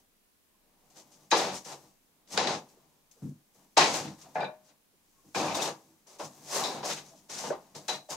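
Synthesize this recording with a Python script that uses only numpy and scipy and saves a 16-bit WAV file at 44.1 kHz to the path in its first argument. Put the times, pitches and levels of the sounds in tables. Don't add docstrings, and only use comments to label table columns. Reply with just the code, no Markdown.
import sys
import numpy as np
from scipy import signal
from scipy.fft import rfft, irfft, next_fast_len
from scipy.io import wavfile

SR = 44100
rng = np.random.default_rng(int(sys.argv[2]) if len(sys.argv) > 2 else 0)


def transcribe(u):
    v = np.clip(np.atleast_2d(u).T, -1, 1)
    q = np.round(v * 32767).astype(np.int16)
    wavfile.write(sys.argv[1], SR, q)


N = 359847

# f/Hz, level/dB, t60/s
DUMMY_MODES = [(340, -5, .05), (400, -2, .06), (465, -3, .07), (555, -2, .07), (745, 0, .09), (860, 1, .09),
               (990, -2, .07), (1150, -7, .06), (1330, -5, .05), (1720, 0, .09), (2040, -2, .05),
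               (2600, -1, .07), (2950, -4, .04), (3320, -4, .04), (4400, -5, .04), (4980, -2, .1),
               (5350, -3, .07), (5900, -4, .04), (6450, -2, .05), (620, -3, .45), (1490, -3, .13),
               (2400, -2, .12), (3700, -1, .16), (3960, 0, .3), (4080, -3, .16), (4750, 0, .13)]
ARMS_FROM_HZ = 1250
# t/s, wood level/dB, cloth level/dB
STIRRING = [(0, -69, -69), (.1, -92, -100), (.5, -92, -103), (.64, -74.5, -98), (.85, -69.5, -74),
            (1.24, -62.5, -65.5), (1.3, -74, -73), (1.6, -64, -62), (1.85, -59, -64), (1.999, -84.5, -79),
            (2.25, -71.5, -85), (2.662, -61.5, -70.5), (3.08, -76.5, -80), (3.2, -68, -68.5),
            (3.432, -79.5, -79), (3.699, -80, -75), (4.3, -60.5, -65), (4.6, -69, -78), (4.87, -80, -85.5),
            (5.1, -76.5, -73), (5.77, -61, -64.5), (6.05, -75.5, -77), (6.35, -58, -58.5),
            (7.02, -55.5, -62.5), (7.28, -67.5, -68.5), (7.63, -60.5, -66.5), (7.74, -65, -71),
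            (7.86, -57, -60), (8.08, -74, -68)]


def blows():
    strikes = [(1.312, -50, 850, -1, 6570, 0.1, -42, 0.0095, 0.16),
               (1.315, -21, 920, -14, 2430, 1.1, -21, 0.006, 0.27),
               (1.326, 3, 940, -42, 2480, 0.47, -35, 0.014, 0.08),
               (2.276, -74, 793, -44, 6030, 0.33, -48, .02, 0.2),
               (2.376, -33, 800, -11, 2980, 1.5, -10, 0.0029, 0.01),
               (2.471, -24, 800, -20, 3500, 1.2, -21, .004, .12),
               (3.113, -77.5, 800, -39.5, 6480, 0.23, -56, 0.0045, 0.4),
               (3.776, 3, 946, -31, 4530, 0.57, -51, 0.03, 0.19),
               (3.811, -38, 784, -2.5, 2440, 0.75, -26, 0.02, 0),
               (4.214, -74, 800, -32, 6100, 0.31, -55, 0.01, 0.14),
               (4.354, -13, 810, -18, 1820, 0.36, -55, 0.046, 0.5),
               (4.405, -18, 714, -24, 2460, 0.12, -36, 0.018, 0.38),
               (4.406, -60, 750, -26, 3730, 0.088, -62, 0.017, 0.17),
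               (4.407, -60, 750, -32.5, 4750, .06, -62, 0.024, .35),
               (4.442, -60, 750, -28, 3750, .1, -62, .015, .25),
               (4.445, -60, 750, -24, 2450, .1, -62, .018, .35),
               (4.427, -22, 694, -21.5, 1510, 0.22, -60, 0.018, 0.4),
               (4.48, -34, 620, -40, 1500, .2, -73, .008, 1),
               (5.347, -19, 750, -19.5, 2180, 0.66, -36, 0.011, 0.21),
               (5.4, -40, 600, -17, 2600, 0.1, -50, 0.0073, 0.2),
               (5.57, -14, 560, -42, 2600, .3, -50, 0.014, 0.14),
               (5.478, -40, 800, -22, 2550, .1, -50, .008, .5),
               (5.509, -40, 800, -21, 2550, .1, -50, .008, .5),
               (5.597, -40, 560, -19, 2600, .08, -44, .006, .5),
               (5.545, -40, 600, -21, 3700, .06, -38, .015, .2),
               (5.62, -35, 600, -20, 3700, .06, -40, .005, .2),
               (5.655, -40, 600, -21, 3700, .06, -45, .01, .2),
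               (6.212, -21.5, 606, -59, 2500, 0.36, -44, 0.015, 0.1),
               (6.637, -25, 700, -13, 3970, 0.57, -30, 0.044, 0.06),
               (6.647, -45, 700, -19, 5350, .06, -50, 0.033, 0.4),
               (6.84, -20.5, 627, -38, 2100, 0.77, -43, 0.019, 0.14),
               (7.438, -22, 700, -57, 1500, .4, -60, 0.014, 0.54),
               (7.503, -9.5, 533, -28, 1600, 0.28, -49, 0.0065, 0.27),
               (7.75, -44, 895, -37, 4630, 0.42, -50, 0.041, 0.14),
               (7.884, -18.5, 790, -21.5, 4020, 0.085, -16.5, 0.038, 0.47),
               (7.886, -48, 800, -42, 5030, .06, -50, .03, .5),
               (8.088, -28, 750, -53, 3000, 0.72, -50, 0.038, 0.24)]
    frame_contacts, arm_contacts = grains(2500, 1.6, 0.92), grains(4000, 1.4, 0.28)
    crack = butter_filter(grains(21000, 1.1, 0.43), 2, [1400, 7500], "band")
    out = np.zeros((2, N))
    for start, knock_db, knock_hz, clack_db, clack_hz, clack_octaves, crack_db, decay_s, free in strikes:
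        at = round(start * SR)
        span = slice(at, min(at + SR // 2, N))
        age = np.arange(span.stop - at) / SR
        out[:, span] += from_db(crack_db) * crack[:, span] * np.exp(-age / 0.0017)
        dying = np.exp(-age / decay_s) / np.sqrt(decay_s * SR)
        for k, (hz, mode_db, t60) in enumerate(DUMMY_MODES):
            if hz < ARMS_FROM_HZ:
                contacts, hit_db, centre_hz, octaves = frame_contacts, knock_db, knock_hz, 0.4
                weight = 1
            else:
                contacts, hit_db, centre_hz, octaves = arm_contacts, clack_db, clack_hz, clack_octaves
                weight = min(t60 / 0.1, 1) ** (2.5 * free)
            nearness = np.exp(-(np.log2(hz / centre_hz) / octaves) ** 2)
            gain = from_db(hit_db + mode_db) * nearness * weight
            if gain < from_db(-85):
                continue
            chatter = np.roll(contacts[:, span], 499 * k, axis=1) * dying
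            out[:, span] += gain * ring(chatter, hz, t60 * max(free, 0.05))
    return out


def shaking_dummy():
    # t/s, rise/s, hold/s, sag/(dB/s), frame level/dB, post level/dB, arm level/dB
    shakes = [(0.921, 0.051, 0.012, 0, -50.5, -65, -58), (1.311, .012, 0.22, 76.5, -20.5, -40, -22),
              (1.646, .012, 0.074, -66, -46, -56, -52), (2.277, 0.065, 0.057, 0, -38, -40.5, -44.5),
              (2.356, 0.022, 0.087, 92, -22.5, -38, -24.5), (2.468, .006, 0.077, 61, -27.5, -39, -29.5),
              (3.212, 0.01, .045, 99.5, -61, -34, -68), (3.517, 0.037, 0.097, 1.5, -65.5, -66.5, -73),
              (3.766, 0.005, 0.23, 109, -16, -37, -14), (3.924, 0.019, 0.19, 120, -30.5, -46, -32.5),
              (4.015, 0.033, 0.033, 5, -58, -38.5, -47.5), (4.178, .005, 0.051, 7, -65, -64, -61.5),
              (4.216, 0.022, 0.024, 7, -54, -58, -62), (4.346, 0.0088, 0.085, -6, -33.5, -44, -51.5),
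              (4.64, 0.054, .01, 7, -65, -74.5, -63), (5.231, 0.014, 0.043, 54, -68.5, -56.5, -80),
              (5.342, 0.014, 0.17, 30, -26, -37, -32), (5.529, 0.019, 0.14, 3, -31, -44.5, -36),
              (6.058, .008, .1, -24, -58.5, -76, -65.5), (6.187, .012, 0.047, 195, -32, -45.5, -42.5),
              (6.446, 0.11, 0.25, 46, -27.5, -44.5, -33.5), (6.825, .005, 0.081, 2, -33.5, -59, -40),
              (6.86, 0.05, 0.011, 5, -51, -44, -31.5), (6.947, 0.025, 0.012, 10, -47, -67, -40.5),
              (7.285, 0.012, .17, -22.5, -46, -55.5, -47.5), (7.426, 0.015, 0.038, 10, -35, -43, -46),
              (7.5, 0.017, 0.015, 3, -33, -53, -48.5), (7.742, .008, 0.013, 8, -41.5, -47.5, -47.5),
              (7.877, 0.013, .07, 138, -34.5, -48, -30.5), (8.09, 0.019, 0.064, 105, -38, -49, -43)]
    # f/Hz, level/dB, t60/s
    post_modes = [(126, -7.5, 0.072), (146, 0.5, 0.033), (197, -1.5, 0.15), (245, 1.5, 0.02),
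                  (301, -1, 0.033)]
    frame_modes = [mode for mode in DUMMY_MODES if mode[0] < ARMS_FROM_HZ]
    arm_modes = [mode for mode in DUMMY_MODES if mode[0] > ARMS_FROM_HZ]
    t = np.arange(N) / SR
    stir_times, wood_db, _ = np.transpose(STIRRING)
    flicker_db = 0.5 * np.interp(22 * t, np.arange(400), rng.standard_normal(400))
    bed_db = np.interp(t, stir_times, wood_db) + flicker_db
    *timing, sag, frame_tops, post_tops, arm_tops = np.transpose(shakes)
    frame_db = swells(timing, 0.93 * sag, frame_tops, bed_db, release_db_per_s=280)
    post_db = swells(timing, 0.21 * sag, post_tops, bed_db - 0.7, release_db_per_s=280)
    arm_db = swells(timing, 1.194 * sag, arm_tops, bed_db - 8, release_db_per_s=390)
    frame = rattle(frame_db, frame_modes, grains(1800, 1.6, 0.86), held_t60=0.011)
    post = rattle(post_db, post_modes, grains(500, 4.5, 0.95), held_t60=0.079)
    arms = rattle(arm_db, arm_modes, grains(3500, 3.4, 0.33), held_t60=0.0051)
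    return frame, post, arms


def rattle(level_db, modes, contacts, held_t60):
    gain = from_db(level_db)
    out, steady = np.zeros((2, N)), np.zeros(SR)
    for shift, (hz, mode_db, _) in zip(rng.integers(0, N, len(modes)), modes):
        push = np.roll(contacts, shift, axis=1)
        out += from_db(mode_db) * ring(push * gain, hz, held_t60)
        steady += from_db(mode_db) * ring(push[0, :SR], hz, held_t60)
    return out / np.std(steady)


def scuffs():
    # t/s, rise/s, hold/s, sag/(dB/s), level/dB, brightness/dB
    rubs = [(0.896, .006, .02, 100, -60.5, -5), (0.925, 0.045, 0.03, 5, -49.5, -2),
            (1.089, 0.037, .02, 5, -56.5, -9), (1.302, 0.0068, 0.0093, 5, -35.5, -6),
            (1.327, 0.047, 0.18, 130, -29.5, -5), (1.497, 0.044, 0.035, 5, -38, -7),
            (1.639, 0.01, 0.086, 15, -43, -5), (2.272, 0.061, 0.026, 201, -35, -4.5),
            (2.36, 0.017, .07, 80.5, -37, -24), (2.469, .006, 0.11, 103, -37.5, -17),
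            (2.66, .03, 0.027, 5, -63.5, 6), (3.11, .003, 0.016, 403, -56.5, 6),
            (3.219, .005, 0.077, 11, -67.5, 11), (3.522, 0.026, .1, 34.5, -68, 11.5),
            (3.769, 0.0073, 0.018, 498, -16, -33), (3.787, 0.019, 0.17, 48, -29, -14),
            (3.927, 0.012, 0.3, 155, -29, -5.5), (4.182, .004, .02, 5, -57, 4),
            (4.208, .008, .015, 5, -51.5, -3), (4.339, .008, .03, 300, -52.5, -6),
            (4.62, 0.031, 0.046, -8, -63.5, -2.5), (5.245, .012, .09, 6.5, -69.5, 7.5),
            (5.34, .01, 0.27, 56, -35, -4.5), (5.524, 0.029, 0.019, 5, -32, -3),
            (5.579, 0.047, 0.068, 180, -27.5, -4), (6.065, 0.0053, 0.084, 34, -53.5, 0),
            (6.182, 0.0051, 0.069, -80, -48, -4), (6.424, 0.13, .24, 105, -27, -1.5),
            (6.821, 0.032, 0.081, 11, -33.5, -5), (6.948, .02, 0.021, 5, -43, -5),
            (7.026, 0.025, 0.055, 5, -54, -14), (7.133, 0.025, .04, 11, -60.5, -9),
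            (7.285, 0.015, 0.19, 7, -38.5, -7.5), (7.376, 0.011, 0.01, 5, -35, -7),
            (7.744, 0.0077, 0.03, 5, -45, -2.5), (7.879, 0.003, .08, 192, -32.5, -3.5),
            (8.084, 0.019, 0.03, 21, -35, -3)]
    # f/Hz, level/dB
    spectrum = [(530, -39), (900, -19.5), (1220, -11), (2660, -8), (3860, -5.5), (4460, -3), (6180, 3),
                (10000, -9.5), (12100, -12.5), (16000, -18)]
    stir_times, _, cloth_db = np.transpose(STIRRING)
    bed_db = np.interp(np.arange(N) / SR, stir_times, cloth_db)
    *timing, sag, tops, brightness = np.transpose(rubs)
    dull_db = swells(timing, sag, tops, bed_db, release_db_per_s=448)
    bright_db = swells(timing, sag, tops + brightness, bed_db + 8, release_db_per_s=448)
    dull, bright = split(coloured(grains(9000, 3.7, 0.48), spectrum), hz=10000)
    return from_db(dull_db) * dull + from_db(bright_db) * bright


def creaks(width_hz=40):
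    # t/s, length/s, f/Hz, level/dB
    slips = [(0.445, 0.19, 1020, -76), (0.902, 0.032, 740, -68), (2.167, 0.074, 1006, -77),
             (2.759, .04, 456, -58), (3.154, 0.048, 434, -60), (3.542, 0.12, 980, -73.5),
             (4.242, 0.064, 730, -49.5), (4.92, .05, 460, -68.5), (5.13, 0.13, 1090, -72.5),
             (5.262, 0.041, 1094, -73.5), (5.856, 0.11, 340, -63.5), (7.094, 0.094, 660, -58)]
    out = np.zeros(N)
    for start, length, hz, db in slips:
        at, size = round(start * SR), round(length * SR)
        tone = rms_one(ring(rng.standard_normal(SR // 4), hz, t60=2.2 / width_hz))
        out[at:at + size] = from_db(db) * np.hanning(size) * tone[-size:]
    return out


def workshop_reflections(sound, t60=0.19, alike_below_hz=690):
    age = np.arange(SR // 2) / SR
    tails = rng.standard_normal((3, len(age))) * from_db(-60 * age / t60) * (age > 0.004)
    tails /= np.sqrt(np.sum(tails[2] ** 2))
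    bass, _ = split(tails[2], alike_below_hz)
    _, treble = split(tails[:2], alike_below_hz)
    response = from_db(-5) * bass + from_db(-8) * treble
    return signal.fftconvolve(sound.mean(0)[None], response, axes=1)[:, :N]


def room_hiss():
    # f/Hz, level/dB
    spectrum = [(12, -32), (20, -2), (27, -20.5), (101, -19), (120, -25.5), (210, -16), (902, -25),
                (1010, -22.5), (1160, -24.5), (2090, -25), (6060, -27.5), (12900, -26), (16100, -26.5)]
    shared, _ = split(rng.standard_normal(N), hz=800)
    return from_db(-65) * coloured(0.76 * shared + rng.standard_normal((2, N)), spectrum)


def grains(per_s, uneven_db, alike):
    sizes = from_db(uneven_db * np.minimum(rng.exponential(1, (2, N)), 4))
    signs = rng.choice([-1, 1], (2, N))
    mid, side = rms_one(sizes * signs * (rng.random((2, N)) < per_s / SR))
    return (np.sqrt(1 + alike) * mid + np.sqrt(1 - alike) * side * [[1], [-1]]) / np.sqrt(2)


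def swells(timing, sags, tops_db, bed_db, release_db_per_s, rise_db=31.5):
    power = from_db(2 * bed_db)
    for start, rise, hold, sag, top_db in zip(*timing, sags, tops_db):
        at = round(start * SR)
        age = np.arange(min(SR, N - at)) / SR
        level_db = top_db - rise_db * np.clip(1 - age / rise, 0, 1)
        level_db -= sag * np.clip(age - rise, 0, hold)
        level_db -= release_db_per_s * np.maximum(age - rise - hold, 0)
        power[at:at + len(age)] += from_db(2 * level_db)
    return 10 * np.log10(power)


def ring(push, hz, t60):
    radius, angle = from_db(-60 / (t60 * SR)), 2 * np.pi * hz / SR
    return signal.lfilter([0, np.sin(angle)], [1, -2 * radius * np.cos(angle), radius ** 2], push + 1e-18)


def coloured(x, spectrum):
    size = next_fast_len(N)
    hz, level_db = np.transpose(spectrum)
    log_hz = np.log(np.maximum(np.arange(size // 2 + 1) * SR / size, 1))
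    gain = from_db(np.interp(log_hz, np.log(hz), level_db))
    return rms_one(irfft(rfft(x, size) * gain, size)[..., :N])


def split(x, hz):
    low = signal.sosfiltfilt(signal.butter(2, hz, fs=SR, output="sos"), x)
    return low, x - low


def butter_filter(x, order, hz, kind):
    return signal.sosfilt(signal.butter(order, hz, kind, fs=SR, output="sos"), x)


def from_db(db):
    return 10 ** (np.asarray(db) / 20)


def rms_one(x):
    return x / np.sqrt(np.mean(x ** 2) + 1e-20)


def scene():
    frame, post, arms = shaking_dummy()
    wood = butter_filter(frame + arms + blows(), 3, [358, 9100], "band")
    direct = wood + post + scuffs() + creaks()
    bass, treble = split(direct + workshop_reflections(direct), hz=800)
    placed = bass * from_db([[0.2], [-0.2]]) + treble * from_db([[1.8], [-1.8]])
    return butter_filter(placed, 6, 105, "high") + room_hiss()


def record(dry):
    rounded = 0.46 * np.tanh(dry / 0.71)
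    return signal.sosfilt(signal.cheby2(18, 60, 16200, fs=SR, output="sos"), rounded)


dry = scene()
out = record(dry)
transcribe(out)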